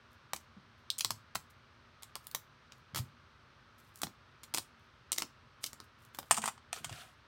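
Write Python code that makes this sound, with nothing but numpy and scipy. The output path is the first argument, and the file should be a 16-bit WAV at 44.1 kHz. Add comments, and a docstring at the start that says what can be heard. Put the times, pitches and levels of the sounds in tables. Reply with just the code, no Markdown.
"""A dust sticker is dabbed on a phone screen and plucked off again, at a desk in a small, quiet room.
Breaking glue crackles in noise bursts, each popping the little sheet as a damped swing and nudging
the phone; between dabs the sticker creases in faint ticks, and low thuds sound with some dabs, buckles
and hand movements. Then a stiff plastic sheet snaps, buckles with ringing modes and rustles in clumped
noise as it is taken up. Random echoes form the room; coloured noise is its air throughout."""
import sys
import numpy as np
from scipy import signal
from scipy.fft import rfft, irfft, next_fast_len
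from scipy.io import wavfile
from scipy.ndimage import uniform_filter1d

SR = 44100
rng = np.random.default_rng(int(sys.argv[2]) if len(sys.argv) > 2 else 0)


def generate_wav(signal):
    """Clip the signal to [-1, 1] and save it as 16-bit WAV at the path in sys.argv[1]."""
    frames = np.transpose(np.atleast_2d(signal))
    scaled = np.clip(frames, -1, 1) * 32767
    pcm = np.round(scaled).astype(np.int16)
    wavfile.write(sys.argv[1], SR, pcm)


N = 320955
TIME = np.arange(N) / SR  # s
HIT_T = np.arange(4096) / SR  # s, the time axis of every short hit

# sticker touching the glass or letting go:
# (t/s, burst time scale/ms, crack level/dB, body level/dB re crack, fizz level/dB re crack)
DABS = [(0.3337, 1.6, -36.5, 1.5, -1), (.3625, 2.1, -46, -10, 0), (.9026, 1.34, -27.5, -32, -11),
        (.983, 0.49, -51, -14, 10), (0.9863, 2.1, -43, -24, 8.5), (.9951, .8, -41, -19, 0),
        (1.0076, 2.3, -29.5, -19.5, -5), (1.0472, 1.1, -27, -11, -5.5), (1.106, 1.2, -34, -0.5, -1.5),
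        (1.3501, 1.9, -50, -16, 1), (1.3542, 2.8, -35, 1, -2), (2.023, 3.07, -55, -6.5, -3),
        (2.033, 0.35, -48.5, -9.5, -0.5), (2.1546, 1.1, -41.5, -5, -3), (2.1603, 6.3, -57.5, 12.5, -2),
        (2.269, 1, -52.5, -7, 5.5), (2.3133, 1.2, -53, -23, 0), (2.3479, 1.8, -35, -4, -1),
        (2.7211, 0.95, -51, -11.5, -16), (2.9469, 2.8, -40.5, -4.5, -7), (2.959, 5.3, -36.5, -4.5, -2),
        (2.972, 10.4, -37.5, -5, -0.5), (2.9883, 4.6, -45.5, -0.5, -1.5), (4.0172, 1.2, -42.5, -4, 4.5),
        (4.0331, 2.1, -34, -2, -3), (4.0692, 1.38, -48.5, 0.5, -27), (4.4335, 5.2, -50, -7, 0.5),
        (4.5397, 0.84, -36.5, -8.5, 0), (4.546, 2.1, -34, -4.5, 3), (4.5648, 1.4, -43.5, -14, 1),
        (4.574, 1.9, -36, -8, -1), (4.5824, 2, -35.5, -3, 1), (5.119, 0.91, -35, -12.5, 7.5),
        (5.1275, 3.4, -35, -17, 1), (5.162, .55, -48.5, -9.5, -3.5), (5.1792, .8, -42, -18.5, -8),
        (5.183, 0.71, -31, -12.5, 1), (5.2008, 5, -44.5, -5.5, 1), (5.2208, 1.7, -34, -4, -4),
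        (5.6342, 3.5, -47, -20, 0), (5.6401, 2.1, -33.5, -15.5, -3.5), (5.662, 4.9, -39, -25.5, -1.5),
        (5.7316, 0.61, -51, -1.5, 1.5), (5.802, 0.68, -49, -2.5, -8), (6.1476, 2.28, -50.5, -4.5, -5.5),
        (6.1875, 2.7, -42.5, 4, -0.5), (6.229, 1.5, -56.5, 2.5, -11)]
# how the sticker radiates: (f/Hz, level/dB)
STICKER_COLOUR = [(300, -0.5), (750, 3.5), (1300, 3), (1600, -3.5), (2100, -2.5), (2600, -3.5), (3400, 0),
                  (4600, 0.5), (6300, -1), (8500, 1), (10500, -3), (15500, -6)]
# the sticker's highest treble, which beams as it is turned: (t/s, level/dB at 14 kHz)
FACING = [(.3, 2), (.9, -3), (1.05, 0), (2.3, 6), (3, 3), (4, 1), (5.1, -6), (5.7, 0), (6.2, 7)]
# the more of the sticker flexes, the lower it sounds; POP_HZ holds at a pop of FIRM_POP_DB
POP_HZ, FIRM_POP_DB, POP_OCTAVES_PER_DB = 966, -36, .012
CRACK_HZ, CRACK_OCTAVES_PER_DB = 3574, .013  # CRACK_HZ holds at a body of 0 dB


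def sticker():
    """Glue snaps off the glass and pops the little sheet; a bigger flex sounds lower."""
    out = np.zeros(N)
    for s, ms, crack_db, body_db, fizz_db in DABS:
        pop_db = crack_db + body_db
        pop_hz = POP_HZ * 2 ** (POP_OCTAVES_PER_DB * (FIRM_POP_DB - pop_db))
        crack_hz = CRACK_HZ * 2 ** (-CRACK_OCTAVES_PER_DB * body_db)
        dab = snap(ms, pop_hz, pop_db, crack_hz, crack_db, crack_db + fizz_db,
                   STICKER_COLOUR, cycles=.32, lag_s=.00019)
        facing_db = np.interp(s, *np.transpose(FACING))
        add(out, s, colour(dab, [(9000, 0), (14000, facing_db)]))
    return out


# plastic sheet buckling: (t/s, burst time scale/ms, crack level/dB, body level/dB re crack)
FLEXES = [(6.31, 2.1, -27.5, 6.5), (6.314, 1.9, -29.5, -8), (6.3438, 3.4, -40.5, -15),
          (6.3684, 5, -40, -19), (6.3756, 5.6, -43, 9.5), (6.3825, 2.9, -44, 9), (6.4183, 3.6, -44.5, -10),
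          (6.4395, 3.4, -43, 10), (6.4574, 4.3, -38.5, 1.5), (6.4771, 4.3, -39.5, 8), (6.485, 5, -47, 12.5),
          (6.5779, 2.1, -59, 6), (6.7295, 1.2, -35.5, -6), (6.7627, 4.3, -48, -10),
          (6.8445, 3.9, -38, -10.5), (6.8947, 6, -46.5, -2), (6.926, 2.8, -48.5, -11)]
# how the plastic sheet radiates: (f/Hz, level/dB)
PLASTIC_COLOUR = [(300, -20), (540, -9.5), (670, 2.5), (1300, 2.5), (1550, -6.5), (3000, -0.5), (4000, -7),
                  (5400, -4), (7000, 0.5), (8800, 3.5), (10000, -8.5), (12500, -11.5), (15500, -17)]
# ring of the plastic sheet: (f/Hz, level/dB re its drive, t60/s)
PLASTIC_MODES = [(726, -13.5, 0.047), (926, -24.5, 0.046), (1180, -15, 0.054), (1990, -27.5, .06),
                 (7800, -23, 0.061), (8700, -17, 0.0602), (8780, -7, 0.044), (8570, -18, .05)]
# from GRIP_S on, the fingers close on the sheet and damp its high ring by GRIP_DB
GRIP_S, GRIP_DB = 6.65, -22
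LOOSE_POP_HZ, GRIPPED_POP_HZ = 1030, 730  # the sheet pops lower once the fingers load it
FLEX_CRACK_HZ = 3390
# fizz re crack, for a buckle of FIRM_FLEX_DB or harder
LOOSE_FIZZ_DB, GRIPPED_FIZZ_DB = 3.5, -1.5
FIRM_FLEX_DB, WEAK_FLEX_DULLING = -42.5, 1.2  # weaker buckles lose this much fizz (dB per dB)


def plastic():
    """Each buckle cracks and sets the stiff sheet ringing: low modes follow the pop, high ones the fizz."""
    out = np.zeros(N)
    for s, ms, crack_db, body_db in FLEXES:
        gripped = s > GRIP_S
        pop_hz = GRIPPED_POP_HZ if gripped else LOOSE_POP_HZ
        pop_db = crack_db + body_db
        dulling_db = WEAK_FLEX_DULLING * max(FIRM_FLEX_DB - crack_db, 0)
        fizz_db = crack_db + (GRIPPED_FIZZ_DB if gripped else LOOSE_FIZZ_DB) - dulling_db
        buckle = snap(ms, pop_hz, pop_db, FLEX_CRACK_HZ, crack_db, fizz_db,
                      PLASTIC_COLOUR, cycles=.61, lag_s=.00017)
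        add(out, s, buckle)
        bends = 1 + .001 * rng.standard_normal(len(PLASTIC_MODES))  # each ring is slightly detuned
        for (hz, mode_db, t60), bend in zip(PLASTIC_MODES, bends):
            if hz < 4000:
                # a low mode rings best when the pop lands near its pitch
                drive_db = pop_db + 7 * np.exp(-(np.log(hz / pop_hz) / .1) ** 2)
            else:
                drive_db = fizz_db + GRIP_DB * gripped
            ring = np.sin(2 * np.pi * hz * bend * HIT_T) * fade(HIT_T, t60)
            add(out, s, hit_level(ring, mode_db + drive_db))
    return out


def snap(ms, pop_hz, pop_db, crack_hz, crack_db, fizz_db, sheet_colour, cycles, lag_s):
    """A sharp first break and a short avalanche of smaller ones, while the whole sheet pops."""
    age = HIT_T / (ms / 1000)
    avalanche = grains(len(HIT_T), spread_db=6.5) * np.exp(-.44 * age ** 1.41)
    shiver = .11 * rng.standard_normal(len(HIT_T)) * fade(HIT_T, .048)
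    burst = unit(avalanche + shiver)
    burst[0] += .3  # the first break
    burst = colour(burst, sheet_colour)
    # a crack pitched high has little body: its lower edge climbs quickly with pitch
    crack_low_hz = 2350 * (crack_hz / 4400) ** 2.22
    crack = band(burst, crack_low_hz, 1.52 * crack_hz, order=3)
    fizz = band(burst, 6500, 16500, order=3)
    flutter_noise = rng.standard_normal(len(HIT_T)) * fade(HIT_T, .015)
    flutter = unit(band(flutter_noise, .59 * pop_hz, 1.84 * pop_hz))
    pop = colour(swing(pop_hz, cycles) + flutter, sheet_colour)
    pop = np.roll(pop, int(lag_s * SR))  # the pop trails the crack by a hair
    return hit_level(pop, pop_db) + hit_level(crack, crack_db) + hit_level(fizz, fizz_db)


# plastic sliding over the fingers: (t/s at full level, length/s, level/dB)
SLIDES = [(6.318, 0.033, -47), (6.429, 0.047, -49), (6.739, 0.043, -49.5), (6.843, 0.057, -59.5),
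          (6.925, 0.092, -53)]
# colour of the sliding plastic: (f/Hz, level/dB)
SLIDE_COLOUR = [(300, -12), (580, -10), (720, 2.5), (900, -14.5), (1400, -2.5), (2000, -7), (3100, -5),
                (5500, -12.5), (8500, -11), (10500, -15), (15000, -20.5)]
SLIDE_ATTACK_S = .016  # the slide swells up to its start over this time
SLIDE_RELEASE_RATIO = 3.3  # the fade (t60) lasts this many times the length of the slide
CLUMP_DB, CLUMP_FALL_DB_PER_OCTAVE = 6.5, 1.14  # swell of the lowest band; treble hisses more evenly


def rustle():
    """Plastic catches and slips on the fingers; each band of its grain swells in uneven clumps."""
    grain = np.zeros(N)
    for octave in np.arange(0, 5.5, .5):
        low_hz = 350 * 2. ** octave
        catch = uniform_filter1d(rng.standard_normal(N), size=600)
        clump_db = (CLUMP_DB - CLUMP_FALL_DB_PER_OCTAVE * octave) * catch / np.std(catch)
        ticks = grains(N, spread_db=6.5) * undb(clump_db)
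        grain += band(ticks, low_hz, np.sqrt(2) * low_hz)
    grain = colour(grain, SLIDE_COLOUR)
    pressure = np.zeros(N)
    for s, length, db in SLIDES:
        attack = np.clip(1 + (TIME - s) / SLIDE_ATTACK_S, 0, 1)
        release = fade(np.maximum(TIME - s - length, 0), SLIDE_RELEASE_RATIO * length)
        pressure += undb(db) * attack * release
    return grain / np.std(grain) * pressure


# sticker creasing between the fingers: (t/s, length/s, level/dB before the band-pass)
CREASES = [(0.101, 0.065, -77), (.77, 0.067, -86), (1.495, 0.022, -66.5), (2.222, 0.049, -69),
           (2.711, 0.12, -81.5), (3.778, 0.03, -66.5), (3.79, .14, -76), (3.935, 0.087, -59.5),
           (4.78, .12, -87), (5.604, 0.066, -59), (5.828, .028, -70.5), (5.97, 0.13, -70.5),
           (6.13, 0.065, -65), (6.225, 0.12, -72)]


def creases():
    """Between dabs the sticker creases in faint, scattered ticks of very unequal strength."""
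    out = np.zeros(N)
    for s, length, db in CREASES:
        size = int(length * SR)
        ticks = grains(size, spread_db=15) * np.sin(np.linspace(0, np.pi, size))
        add(out, s, undb(db) * band(ticks / np.std(ticks), 4500, 15500))
    return out


# low thuds under some dabs and buckles, and of the handling hand: (t/s, f/Hz, peak level/dB)
THUDS = [(.566, 191, -49), (1.053, 108, -47.5), (1.108, 112, -45), (2.934, 121, -42.5), (2.964, 135, -37.5),
         (2.993, 113, -33.5), (3.015, 220, -50), (3.06, 215, -58), (4.035, 160, -43.5), (6.32, 133, -46),
         (6.382, 213, -40), (6.44, 211, -42.5), (6.804, 160, -49.5), (6.858, 119, -47.5),
         (6.911, 120, -41.5)]
# the phone is dull at the end the fingers hold down and knocks firmer at the free end
HELD_END_HZ, HELD_END_DB = 175, -14  # dB re pop
FREE_END_HZ, FREE_END_DB = 340, -2.8  # dB re pop
FREE_END_S = 3.3  # later pops are at the free end


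def desk():
    """Every sticker pop nudges the phone on its mat; low thuds join some dabs, buckles and hand movements."""
    out = np.zeros(N)
    for s, _, crack_db, body_db, _ in DABS:
        at_free_end = s > FREE_END_S
        hz = FREE_END_HZ if at_free_end else HELD_END_HZ
        nudge_db = FREE_END_DB if at_free_end else HELD_END_DB
        add(out, s, thud(hz, crack_db + body_db + nudge_db, cycles=.35, knock=.81))
    for s, hz, db in THUDS:
        add(out, s, thud(hz, db, cycles=.67, knock=.41))
    return out


def thud(hz, peak_db, cycles, knock):
    """A short, dull swing of the padded desk with a little rattle around and above it."""
    rattle = band(rng.standard_normal(len(HIT_T)) * fade(HIT_T, .12), .87 * hz, 2.3 * hz)
    x = swing(hz, cycles) + knock * unit(rattle)
    return x / np.abs(x).max() * undb(peak_db)


ROOM_STEP_S = .25  # each step has its own echo pattern


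def room(x):
    """The hands keep moving, so the pattern of echoes changes from moment to moment."""
    out = x.copy()
    step = int(ROOM_STEP_S * SR)
    for centre in range(0, N + step, step):
        start = max(centre - step, 0)
        piece = x[start:centre + step]
        # neighbouring pieces crossfade at constant power
        share = 1 - np.abs(start + np.arange(len(piece)) - centre) / step
        add(out, start / SR, signal.fftconvolve(piece * np.sqrt(share), echoes()))
    return out


# colour of the room's tail: (f/Hz, level/dB)
ROOM_COLOUR = [(100, 11), (250, 10), (500, -6), (1000, -2.5), (2000, -2.5), (5000, 0), (9000, 0.5),
               (15000, 3.5)]
TAIL_DB, EARLY_DB = -11.5, -12  # tail energy re the direct sound; early echoes likewise
TAIL_BANDS = [(50, 450, .2), (450, 6500, .18), (6500, 18000, .17)]  # (low f/Hz, high f/Hz, t60/s)


def echoes():
    """Nearby shelves scatter the sound at once; the furnished room adds a short tail."""
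    t = np.arange(3 * len(HIT_T)) / SR
    noise = rng.standard_normal(len(t))
    tail = sum(band(noise, lo, hi, order=4) * fade(t, t60) for lo, hi, t60 in TAIL_BANDS)
    tail_onset = np.clip((t - .003) / .0036, 0, 1)
    tail = unit(colour(tail * tail_onset, ROOM_COLOUR))
    early = unit(grains(len(t), spread_db=4) * np.exp(-((t - .0095) / .0056) ** 2))
    return undb(TAIL_DB) * tail + undb(EARLY_DB) * early


# colour of the room's air: (f/Hz, level/dB)
AIR_COLOUR = [(15, -51), (25, -15.5), (40, -8.5), (86, 0), (142, -2), (167, -9), (207, -13), (237, -2.5),
              (264, -14.5), (404, -12.5), (438, -15.5), (637, -13.5), (691, -18), (1280, -7), (2020, -16),
              (4150, -21), (6040, -29), (7480, -43), (8320, -38.5), (10300, -53.5), (15000, -54)]
AIR_DB, HISS_DB = -62, -91  # rms; the hiss before its band-pass


def air():
    """Steady, soft room noise and the microphone's faint hiss."""
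    murmur = colour(rng.standard_normal(N), AIR_COLOUR)
    hiss = band(rng.standard_normal(N), 5000, 13500)
    return murmur / np.std(murmur) * undb(AIR_DB) + undb(HISS_DB) * hiss


def swing(hz, cycles):
    """A damped flexing motion that builds up and dies within a few cycles."""
    age = HIT_T * hz / cycles
    return unit(age * np.exp(-age) * np.sin(2 * np.pi * hz * HIT_T))


def grains(size, spread_db):
    """Crackle of unit rms: countless tiny ticks of very unequal strength."""
    x = rng.standard_normal(size) * undb(spread_db * rng.standard_normal(size))
    return x / np.std(x)


def fade(t, t60):
    """Exponential decay by 60 dB in t60 seconds."""
    return np.exp(-np.log(1000) * t / t60)


def band(x, lo_hz, hi_hz, order=2):
    """Causal band-pass."""
    edges = [lo_hz, min(hi_hz, SR / 2 - 100)]
    return signal.sosfilt(signal.butter(order, edges, "band", fs=SR, output="sos"), x)


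def colour(x, points):
    """Causal filter through (f/Hz, level/dB) points, built from the cepstrum."""
    size = 2 * next_fast_len(len(x))
    hz, db = np.transpose(points)
    bin_hz = np.arange(size // 2 + 1) * SR / size
    gain_db = np.interp(np.log(bin_hz + 1), np.log(hz), db)
    cepstrum = irfft(gain_db * np.log(10) / 20)
    # folding the cepstrum onto positive times makes the filter minimum-phase
    cepstrum[1:size // 2] *= 2
    cepstrum[size // 2 + 1:] = 0
    return irfft(rfft(x, size) * np.exp(rfft(cepstrum)))[:len(x)]


def undb(db):
    """Decibels to gain."""
    return 10 ** (np.asarray(db) / 20)


def unit(x):
    """Scale to unit energy."""
    return x / np.sqrt(np.sum(x ** 2) + 1e-18)


def hit_level(x, db):
    """Scale a short sound so that its energy equals that rms level held for 5 ms."""
    return unit(x) * np.sqrt(.005 * SR) * undb(db)


def add(out, s, x):
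    """Mix x into out at time s."""
    i = max(int(s * SR), 0)
    out[i:i + len(x)] += x[:max(N - i, 0)]


def scene():
    """All the handling sounds in the room, over its quiet air."""
    handling = sticker() + plastic() + rustle() + creases() + desk()
    return (room(handling) + air())[None]


def record(dry):
    """The small microphone loses the deepest bass; the top is cut steeply above 16.1 kHz."""
    thin = signal.sosfilt(signal.butter(4, 46, "high", fs=SR, output="sos"), dry)
    return signal.sosfilt(signal.ellip(8, .2, 80, 16100, fs=SR, output="sos"), thin)


dry = scene()
out = record(dry)
generate_wav(out)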